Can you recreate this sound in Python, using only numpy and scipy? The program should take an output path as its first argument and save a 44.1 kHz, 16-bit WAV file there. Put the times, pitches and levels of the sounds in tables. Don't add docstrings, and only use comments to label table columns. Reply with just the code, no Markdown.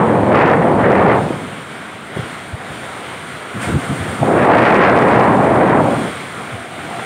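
import sys
import numpy as np
from scipy import signal
from scipy.fft import rfft, irfft, next_fast_len
from scipy.io import wavfile
from scipy.ndimage import uniform_filter1d, minimum_filter1d, map_coordinates

SR = 44100
rng = np.random.default_rng(int(sys.argv[2]) if len(sys.argv) > 2 else 0)


def to_wav(s):
    ch = np.atleast_2d(s).T
    pcm = np.round(np.clip(ch, -1, 1) * 32767)
    wavfile.write(sys.argv[1], SR, pcm.astype(np.int16))


N = 310904
TIME_S = np.arange(N) / SR


def amp(db):
    return 10 ** (np.asarray(db) / 20)


def unit(x):
    return x / np.sqrt(np.mean(x ** 2) + 1e-20)


def curve(rows):
    return np.interp(TIME_S, *np.transpose(rows))


def wobble(knots_per_s):
    knots = rng.standard_normal(int(N * knots_per_s / SR) + 4)
    return map_coordinates(knots, [TIME_S * knots_per_s])


def filtered(x, response):
    size = next_fast_len(N + SR // 2)
    return irfft(rfft(x, size) * response(np.fft.rfftfreq(size, 1 / SR)), size)[:N]


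def low_cut(hz, corner_hz):
    return hz ** 2 / np.hypot(hz ** 2, corner_hz ** 2)


def coloured(x, spectrum):
    freq_hz, level_db = np.transpose(spectrum)
    return unit(filtered(x, lambda hz: amp(np.interp(np.log(hz + 1), np.log(freq_hz), level_db))))


def rush(spectrum, patchy_db):
    frames = signal.stft(rng.standard_normal(N), nperseg=512)[2]
    patches = uniform_filter1d(rng.standard_normal(frames.shape), size=5, axis=0)
    patches = unit(uniform_filter1d(patches, size=14, axis=1))
    noise = signal.istft(frames * amp(patchy_db * patches), nperseg=512)[1][:N]
    return coloured(noise, spectrum)


# time_s, strength_db
STORM_STRENGTH = [(0, -0.5), (1.3, 1.5), (2.12, -4), (2.18, 2), (2.62, -2.2), (2.73, 2), (3.5, 0.5),
                  (3.72, 5.5), (4.1, 6.5), (5.35, 5), (5.65, 3), (6.02, 6), (6.3, 3), (6.68, -0.5),
                  (7.05, 3.5)]

def storm(squall_at_s=3.625, squall_db=8.5, rise_s=.012, fall_s=.048, flurry_db=.42):
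    age = TIME_S - squall_at_s
    squall = np.exp(-.5 * (age / np.where(age < 0, rise_s, fall_s)) ** 2)
    return curve(STORM_STRENGTH) + squall_db * squall + flurry_db * wobble(20)


# freq_hz, level_db
LEAF_SPECTRUM = [(20, -44), (48, -29), (80, -2), (130, 2), (250, -0.5), (540, -1), (700, -3.5), (880, -3),
                 (1400, 1), (1850, -4), (2200, -3), (2650, -10.5), (3300, -9.5), (5000, -25), (12000, -41)]

def trees(storm_db, lull_db=-29.5, growth=.65, sway_db=.5):
    level_db = lull_db + growth * storm_db + sway_db * wobble(8.2)
    return amp(level_db) * rush(LEAF_SPECTRUM, patchy_db=1.2)


# freq_hz, level_db
SPRAY_SPECTRUM = [(2650, -9.5), (4500, -8), (4920, -12.5), (6320, -11), (7280, -5.5), (7710, -3),
                  (8340, -1), (8740, 2), (9260, -2), (11600, -18), (13200, -21.5), (15100, -19),
                  (15700, -24)]

def rain(storm_db, lull_db=-45.5, drops_per_s=900, drops_db=-8):
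    drops = (rng.random(N) < drops_per_s / SR) * rng.standard_normal(N)
    ticks = amp(drops_db) * coloured(drops, SPRAY_SPECTRUM)
    hiss = rush(SPRAY_SPECTRUM, patchy_db=.7)
    return amp(lull_db + storm_db) * (hiss + ticks)


# time_s, level_db
WIRE_LEVELS = [(0, -48), (2.2, -43.5), (2.8, -38.5), (3.5, -46), (3.82, -34.5), (6.3, -40), (6.7, -36.5),
               (7.05, -31)]
# freq_hz, level_db
MOAN_SPECTRUM = [(300, -41), (580, -18), (690, -0.5), (780, -3.5), (880, -28), (1600, -55), (5000, -100)]

def wires(waver_db=1.0):
    return amp(curve(WIRE_LEVELS) + waver_db * wobble(15)) * rush(MOAN_SPECTRUM, patchy_db=.5)


# start_s, level_db, t60_s
PANEL_KNOCKS = [(6.908, -24.5, .14), (6.994, -13.5, .035)]
# pitch_hz, width_hz, level_db
PANEL_MODES = [(720, 300, 0), (1080, 300, -5), (1860, 450, -7)]

def loose_panel(attack_s=.001, top_hz=2600):
    def body(hz):
        modes = 0
        for k, (pitch_hz, width_hz, level_db) in enumerate(PANEL_MODES):
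            damping = 1j * hz * width_hz
            modes += (-1) ** k * amp(level_db) * damping / (pitch_hz ** 2 - hz ** 2 + damping)
        return modes / (1 + (hz / top_hz) ** 4)

    envelope = np.zeros(N)
    for start_s, level_db, t60_s in PANEL_KNOCKS:
        age = np.maximum(TIME_S - start_s, 0)
        envelope += amp(level_db - 60 * age / t60_s) * (1 - np.exp(-age / attack_s))
    return envelope * unit(filtered(rng.standard_normal(N), body))


def swirl(spectrum):
    analytic = signal.hilbert(rush(spectrum, patchy_db=7.0))
    return unit(analytic.real / (np.abs(analytic) + .6))


# centre_s, level_db, half_length_s
EDDY_HITS = [(0.234, 0, 0.001), (1.309, -14, 0.004), (2.173, -13, 0.0056), (2.194, -17.5, 0.0091),
             (2.243, -24, 0.011), (2.543, -22, 0.0087), (2.72, -25, 0.01), (3.574, -18.5, 0.015),
             (3.7, -11.5, 0.016), (3.761, -6, 0.017), (3.913, -15.5, 0.018), (4.02, -18.5, 0.022),
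             (4.103, -16.5, 0.012), (4.226, -13, 0.011), (4.232, -3, 0.0012), (5.887, -7.5, .0014),
             (6.545, -28, 0.013)]
# freq_hz, level_db
THUMP_SPECTRUM = [(20, -26), (50, -18), (85, 4), (130, 5.5), (200, -2.5), (320, -10), (600, -26),
                  (1200, -52), (4000, -69)]
# freq_hz, level_db
MEDIUM_EDDY_SPECTRUM = [(100, -18), (230, -9), (360, -0.5), (520, 1), (720, -0.5), (1000, -5), (1400, -14),
                        (2200, -34.5), (4000, -76), (9000, -93)]

def single_eddies(even_mix_s=.0032, slap_power=1.9):
    thump, slap = swirl(THUMP_SPECTRUM), swirl(MEDIUM_EDDY_SPECTRUM)
    pressure = np.zeros(N)
    for centre_s, level_db, half_length_s in EDDY_HITS:
        brightness = (even_mix_s / half_length_s) ** slap_power
        envelope = amp(level_db) * np.exp(-.5 * ((TIME_S - centre_s) / half_length_s) ** 2)
        pressure += envelope * (thump + brightness * slap) / np.hypot(1, brightness)
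    return filtered(pressure, lambda hz: low_cut(hz, corner_hz=60))


# time_s, relative_peak_db
OVERLOADS = [(0.3561, -29), (0.4803, -32), (0.5147, -27), (0.9193, -27), (4.6454, -24), (4.7446, -21),
             (4.7684, -28), (4.8189, -25), (4.9896, -24), (5.0284, -30), (5.1357, -31), (5.1654, -28),
             (5.1991, -21), (5.6994, -35)]
# freq_hz, level_db
CRACK_SPECTRUM = [(1000, -20), (2500, -2), (4500, 0), (7300, -10), (9000, -24), (15000, -38)]

def cracks(boost_db=12.0):
    jumps = np.zeros(N)
    for time_s, relative_peak_db in OVERLOADS:
        jumps[int(time_s * SR)] += amp(relative_peak_db + boost_db)
    impulse = np.arange(N) == SR
    crack = coloured(impulse, CRACK_SPECTRUM)[SR - 256:SR + 257]
    return signal.fftconvolve(jumps, crack / np.abs(crack).max(), mode="same")


# freq_hz, level_db
CRACKLE_SPECTRUM = [(800, -26), (1900, 7.5), (2700, 3.5), (3400, -5.5), (4500, -12), (7000, -24.5),
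                    (9000, -31), (15000, -39)]

def crackle(force, spits_per_s=750, scatter_db=4):
    sizes = rng.choice([-1, 1], N) * amp(scatter_db * np.clip(rng.standard_normal(N), -2, 2))
    spits = (rng.random(N) < force * spits_per_s / SR) * sizes
    return coloured(spits, CRACKLE_SPECTRUM) * np.sqrt(np.mean(force))


def eddy_gain(speed, full_db, knee, power):
    return amp(full_db) / np.hypot(1, (knee / speed) ** power)


# time_s, share_of_top_speed
FIRST_GUST_SPEED = [(0, 0.74), (.24, 0.57), (.34, 0.83), (.54, 0.9), (.56, 0.69), (.68, 0.68), (.75, .63),
                    (.88, 0.77), (1.13, 0.8), (1.19, 0.59), (1.3, 0.42), (1.62, 0.25)]
SECOND_GUST_SPEED = [(3.42, 0.11), (3.63, 0.33), (4.19, 0.33), (4.23, 0.56), (4.37, .74), (4.62, 0.99),
                     (4.8, 0.99), (5.1, 0.84), (5.21, 0.87), (5.3, .75), (5.55, .69), (5.68, 0.81),
                     (5.795, 0.8), (5.82, 0.64), (6.07, 0.42), (6.14, 0.25)]
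# freq_hz, level_db
LARGE_EDDY_SPECTRUM = [(20, -21), (48, -31), (70, -14), (110, -2.5), (200, 0), (290, -2), (420, -10),
                       (800, -26.5), (2000, -62), (5000, -100)]
SMALL_EDDY_SPECTRUM = [(300, -38), (700, -28), (1050, 2.5), (1400, 0.5), (1900, 0), (2400, -8.5),
                       (3200, -21.5), (4500, -36.5), (7000, -66), (14000, -68)]

def gusts(surge_db=1, burst_db=2, tear_db=2, crackle_db=-11):
    speed = curve(FIRST_GUST_SPEED + SECOND_GUST_SPEED)
    large_gain = eddy_gain(speed, full_db=-9.5, knee=.7, power=3.16)
    medium_gain = eddy_gain(speed, full_db=-1.8, knee=.85, power=4.08)
    small_gain = eddy_gain(speed, full_db=-1.5, knee=1.069, power=5.53)
    surge = amp(surge_db * wobble(28))
    large = surge * coloured(rng.standard_normal(N), LARGE_EDDY_SPECTRUM)
    medium = surge * rush(MEDIUM_EDDY_SPECTRUM, patchy_db=1.25)
    tearing = unit(surge * amp(burst_db * wobble(18) + tear_db * wobble(260)))
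    small = tearing * rush(SMALL_EDDY_SPECTRUM, patchy_db=.56)
    spits = amp(crackle_db) * crackle(force=small_gain / small_gain.max() * tearing ** 2)
    return large_gain * large + medium_gain * medium + small_gain * (small + spits)


def scene():
    storm_db = storm()
    on_port = gusts() + cracks() + single_eddies()
    background = trees(storm_db) + wires() + rain(storm_db) + loose_panel()
    return (on_port + background)[None]


def gain_control(x, threshold_db=-13.0, squeeze=.58, window_s=.05):
    power = np.abs(uniform_filter1d(x ** 2, size=int(window_s * SR))) / amp(threshold_db) ** 2
    return x / np.sqrt(np.hypot(1, power)) ** squeeze


def limiter(x, ceiling=.89, knee=10):
    needed_gain = (1 + np.abs(x / ceiling) ** knee) ** (-1 / knee)
    held_gain = minimum_filter1d(needed_gain, size=401, origin=170)
    return x * uniform_filter1d(held_gain, size=61)


def record(dry, low_cut_hz=64, notch_hz=7880, notch_width_hz=90, top_hz=15750, fade_s=.001):
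    notch = lambda hz: 1 - .9 * np.exp(-((hz - notch_hz) / notch_width_hz) ** 2)
    picked_up = filtered(dry[0], lambda hz: low_cut(hz, low_cut_hz) * notch(hz))
    limited = limiter(gain_control(picked_up))
    fade_in = np.minimum(TIME_S / fade_s, 1)
    return filtered(limited * fade_in, lambda hz: hz < top_hz)[None]


dry = scene()
out = record(dry)
to_wav(out)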